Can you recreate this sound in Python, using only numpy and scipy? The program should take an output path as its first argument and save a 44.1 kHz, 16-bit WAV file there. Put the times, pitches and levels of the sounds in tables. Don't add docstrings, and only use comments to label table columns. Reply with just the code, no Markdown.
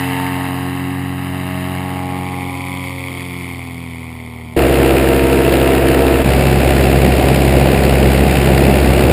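import sys
import numpy as np
from scipy import signal
from scipy.fft import rfft, irfft
from scipy.io import wavfile

SR = 44100
rng = np.random.default_rng(int(sys.argv[2]) if len(sys.argv) > 2 else 0)


def generate_wav(signal):
    frames = np.transpose(np.atleast_2d(signal))
    scaled = np.clip(frames, -1, 1) * 32767
    pcm = np.round(scaled).astype(np.int16)
    wavfile.write(sys.argv[1], SR, pcm)


N = 402191
TIME = np.arange(N) / SR
BINS = np.maximum(np.fft.rfftfreq(N, 1 / SR), 1)
BOARD_S, BELOW_S = 4.565, 6.241
FIRINGS_PER_PASS_FIELD, FIRINGS_PER_PASS_BOARD = 1.464, 1.8

# time_s, level_db
RASP_COURSE = [(0, -26.5), (0.45, -26.5), (1.1, -32.3), (2.05, -28), (2.5, -30), (2.8, -33.5), (3.3, -35),
               (3.9, -41), (4.55, -40)]


def amp(db):
    return 10 ** (np.asarray(db) / 20)


def rms_one(x):
    return x / np.sqrt(np.mean(x ** 2) + 1e-20)


def in_time(rows):
    s, value = np.transpose(rows)
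    return np.interp(TIME, s, value)


def band(x, hz, kind):
    return signal.sosfilt(signal.butter(4, hz, kind, fs=SR, output="sos"), x)


def drift(rate):
    knots = rng.standard_normal(4000)
    return rms_one(np.interp(TIME * rate, np.arange(len(knots)), knots))


def coloured(white, spectrum):
    hz, db = np.transpose(spectrum)
    density_db = np.interp(np.log(BINS), np.log(hz), db)
    return irfft(rfft(white) * amp(density_db), N) * np.sqrt(SR / 2)


def carved(x, bells):
    db = sum(depth * np.exp(-.5 * ((BINS - hz) / width) ** 2) for hz, width, depth in bells)
    return irfft(rfft(x) * amp(db), N)


def ground_bounce(x, lag_ms, strength):
    return irfft(rfft(x) * (1 + strength * np.exp(-2j * np.pi * BINS * lag_ms / 1000)), N)


def repeat(cycle, turns):
    return np.interp(turns % 1 * len(cycle), np.arange(len(cycle) + 1), np.append(cycle, cycle[0]))


def orders(table, turns, scatter, waver_db, swells=()):
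    out = 0
    for order, db in table:
        db = db + waver_db * drift(9)
        for swell_order, s, width, rise_db in swells:
            if swell_order == order:
                db = db + rise_db * np.exp(-.5 * ((TIME - s) / width) ** 2)
        phase = rng.normal() * scatter * (order - 1)
        out = out - amp(db) * np.cos(2 * np.pi * order * turns + phase)
    return np.sqrt(2) * out


def bursts(turns, depth_db, sharp, uneven_db):
    strength = rng.standard_normal(2000)[np.round(turns).astype(int)]
    swell = np.abs(np.cos(np.pi * turns)) ** (2 * sharp)
    return rms_one(amp(swell * (depth_db + uneven_db * strength)))


def torn_air(turns, alike, buzz_hz):
    cycle = irfft(np.exp(2j * np.pi * rng.random(321)))
    repeated = rms_one(repeat(cycle, turns))
    fresh = rng.standard_normal(N)
    share = alike / (1 + (BINS / buzz_hz) ** 4)
    return irfft(rfft(fresh) * np.sqrt(1 - share) + rfft(repeated) * np.sqrt(share), N)


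def receding(first_db, on_course_db):
    on_course_s, fade_db_per_s = 1.6, 3
    turn_db = np.interp(TIME, [0, on_course_s], [first_db, on_course_db])
    return amp(turn_db - fade_db_per_s * np.maximum(TIME - on_course_s, 0))


def breeze():
    return amp(-58 + 3 * drift(3)) * rms_one(band(rng.standard_normal(N), [20, 70], "band"))


def field_exhaust(passes):
    chop = 2 * np.pi * passes
    note = chop * FIRINGS_PER_PASS_FIELD
    tones = np.cos(note) + amp(-19) * np.cos(note + chop) + amp(-20) * np.cos(note + 2 * chop)
    return np.sqrt(2) * receding(first_db=-25.2, on_course_db=-27) * tones


def field_air(passes, far):
    # frequency_hz, density_db_per_hz
    air_near = [(25, -73), (60, -71), (130, -63), (250, -60), (430, -62.5), (750, -48), (1050, -52),
                (1600, -53), (2200, -62), (2700, -62), (3300, -71.5), (5000, -79), (7500, -83.5),
                (9700, -73), (14700, -78)]
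    air_far = [(25, -83), (60, -86), (130, -74.5), (250, -69), (430, -68), (750, -56), (1050, -59),
               (1600, -76), (2200, -63), (2700, -74.5), (3300, -76.5), (5000, -85), (7500, -89),
               (9700, -79.5), (14700, -86.5)]
    # frequency_hz, width_hz, gain_db
    far_dips = [(4200, 150, -5.5), (8000, 140, -3), (10580, 200, -28), (13400, 150, -20)]
    # time_s, level_db
    hiss_course = [(0, -24.5), (0.55, -29), (1.1, -32.5), (1.6, -29.5), (2.1, -32.5), (2.8, -31),
                   (3.4, -32), (3.7, -36), (4.55, -41.5)]
    rasp_db, hiss_db = in_time(RASP_COURSE), in_time(hiss_course)

    depth_db = 11 + 6 * far
    strong = bursts(passes, depth_db, sharp=2.4, uneven_db=1.2)
    weak = bursts(passes + .5, depth_db, sharp=3.0, uneven_db=2.2)
    air = torn_air(passes, alike=.42, buzz_hz=3000) * (strong + .47 * weak)

    near = ground_bounce(coloured(air, air_near), lag_ms=1.023, strength=0.54)
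    distant = ground_bounce(carved(coloured(air, air_far), far_dips), lag_ms=0.904, strength=0.35)
    air = (1 - far) * near + far * amp(5) * distant

    rumble = amp(rasp_db / 2 - 18.5) * rms_one(band(air, 377, "low"))
    rasp = amp(rasp_db - 5.5) * rms_one(band(air, [450, 1500], "band"))
    hiss = amp(hiss_db + 0.77) * rms_one(band(air, 1916, "high"))
    return rumble + rasp + hiss


def field_blades(passes, far):
    # order, first_db, on_course_db
    thrum_orders = [(1, -31.5, -28), (2, -36.5, -28.5), (3, -22.5, -27.5)]
    # order, level_db
    orders_near = [(4, -9.5), (5, -9.5), (6, -59), (7, -11), (8, -11), (9, -7), (10, -18), (11, -16),
                   (12, -15), (13, -14), (14, -33)]
    orders_far = [(4, -3.5), (5, -8), (6, -7.5), (7, -20.5), (8, -10), (9, -3), (10, -18.5), (11, -10.5),
                  (12, -21), (13, -17.5), (14, -21)]
    # order, centre_s, width_s, rise_db
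    swells = [(5, 0.11, 0.29, 6.5), (10, 0.19, 0.25, 17), (7, 0.89, .13, -16), (4, 1.1, 0.41, 6),
              (8, 1.3, 0.27, -2), (7, 1.64, 0.48, 8.5), (9, 2.2, 0.34, 3), (6, 2.1, 0.34, -8),
              (2, 2.57, .06, -13), (11, 2.7, 0.21, 11), (5, 2.68, 0.13, -15), (6, 3, 0.17, 6),
              (2, 3.03, 0.11, -26), (9, 3.22, 0.19, -12), (4, 3.44, 0.35, 5.5), (2, 3.62, 0.066, -19),
              (6, 3.53, 0.22, -12), (2, 4.26, .17, -14)]

    thrum = 0
    for order, first_db, on_course_db in thrum_orders:
        tone = orders([(order, 0)], passes, scatter=0.1, waver_db=0.63, swells=swells)
        thrum = thrum + receding(first_db, on_course_db) * tone

    near = orders(orders_near, passes, scatter=0.3, waver_db=1.44, swells=swells)
    distant = orders(orders_far, passes, scatter=0.38, waver_db=-0.5, swells=swells)
    buzz = np.sqrt(1 - far) * near + np.sqrt(far) * distant
    return thrum + amp(in_time(RASP_COURSE) - 3.5) * buzz


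def from_field(passes):
    far = np.interp(TIME, [1.6, 2.5], [0, 1])
    return breeze() + field_exhaust(passes) + field_air(passes, far) + field_blades(passes, far)


def board_exhaust(passes, table, level_db):
    firings = passes * FIRINGS_PER_PASS_BOARD
    chop = 1 + .5 * np.cos(2 * np.pi * passes)
    return amp(level_db) * orders(table, firings, scatter=1.31, waver_db=0.5) * chop


def board_air(passes, spectrum, roar_db, hiss_db, swish_db, crack_db, alike):
    wake = rng.standard_normal(N) * bursts(passes, depth_db=3.5, sharp=0.75, uneven_db=1.1)
    wake = wake * amp(0.93 * drift(16))
    roar = amp(roar_db) * band(coloured(wake, spectrum), 1184, "low")

    swish = bursts(passes, depth_db=swish_db, sharp=1.4, uneven_db=1.8)
    swish = swish * bursts(passes - .1, depth_db=crack_db, sharp=42.0, uneven_db=1.5)
    hiss = torn_air(passes, alike, buzz_hz=2800) * rms_one(swish)
    return roar + amp(hiss_db) * band(coloured(hiss, spectrum), 1180, "high")


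def board_blades(passes, table, level_db):
    return amp(level_db) * orders(table, passes, scatter=0.27, waver_db=1.0)


def beside_pilot(passes):
    # order, level_db
    blades = [(1, -20), (2, -23.5), (3, -29), (4, -22), (5, -20), (6, -25), (7, -20.5), (8, -32), (9, -38),
              (10, -26), (11, -56), (12, -49), (13, -46.5), (14, -35), (15, -42), (16, -41.5), (17, -44),
              (18, -39), (19, -51), (20, -38.5)]
    exhaust = [(1, -23.5), (2, -42), (3, -17.5), (4, -27.5), (5, -52), (6, -27)]
    # frequency_hz, density_db_per_hz
    air = [(25, -64), (60, -55), (130, -50), (250, -45), (430, -42.5), (750, -49), (1050, -61),
           (1600, -55.5), (2200, -57), (2700, -56), (3300, -65), (5000, -70), (7500, -73.5), (9700, -67),
           (14700, -70)]
    wash = board_air(passes, air, roar_db=0.5, hiss_db=0.0, swish_db=2.5, crack_db=6.0, alike=0.34)
    return board_exhaust(passes, exhaust, -5.0) + wash + board_blades(passes, blades, 0.5)


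def below_seat(passes):
    # order, level_db
    blades = [(1, -14), (2, -17), (3, -22), (4, -25.5), (5, -28.5), (6, -34), (7, -39.5), (8, -31.5),
              (9, -28), (10, -35.5), (11, -29), (12, -36), (13, -39.5), (14, -53), (15, -39), (16, -47),
              (17, -43), (18, -54), (19, -58), (20, -45)]
    exhaust = [(1, -29), (2, -50), (3, -24), (4, -37), (5, -54), (6, -37)]
    # frequency_hz, density_db_per_hz
    air = [(25, -61), (60, -48), (130, -39), (250, -40), (430, -40.5), (750, -46), (1050, -60), (1600, -57),
           (2200, -55.5), (2700, -56), (3300, -64.5), (5000, -67.5), (7500, -72), (9700, -67), (14700, -71)]
    wash = board_air(passes, air, roar_db=-0.2, hiss_db=0.28, swish_db=7.0, crack_db=-0.5, alike=0.26)
    return board_exhaust(passes, exhaust, -0.5) + wash + board_blades(passes, blades, -0.75)


def blade_passes():
    # time_s, passes_per_s
    field_speed = [(0, 90.01), (0.4, 90.35), (0.75, 90.79), (2, 91.46), (3, 89.95), (3.45, 87.93),
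                   (3.8, 84.58), (4.3, 80.86), (4.55, 79.56)]
    beside_hz, below_hz, creep_hz_per_s = 66.45, 67.25, .053
    below = below_hz + creep_hz_per_s * (TIME - BELOW_S)
    board = np.where(TIME < BELOW_S, beside_hz, below)
    speed = np.where(TIME < BOARD_S, in_time(field_speed), board)
    return np.cumsum(speed * (1 + .001 * drift(25))) / SR


def scene():
    passes = blade_passes()
    field = from_field(passes)
    board = np.where(TIME < BELOW_S, beside_pilot(passes), below_seat(passes))
    dip_db, lead_s, width_s = -9, .0055, .0069
    dip = amp(dip_db * np.exp(-((TIME - BELOW_S + lead_s) / width_s) ** 2))
    return np.where(TIME < BOARD_S, field, dip * board)[None]


def record(dry):
    # frequency_hz, width_hz, gain_db
    tone_colour = [(6105, 336, -20), (5570, 310, -5.5), (10790, 370, -6), (11990, 120, -31),
                   (11560, 450, 1), (13100, 350, -2)]
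    clipped = dry / (1 + np.abs(dry) ** 12) ** (1 / 12)
    top_cut = signal.ellip(10, .2, 80, 15150, fs=SR, output="sos")
    return signal.sosfilt(top_cut, carved(clipped, tone_colour))


dry = scene()
out = record(dry)
generate_wav(out)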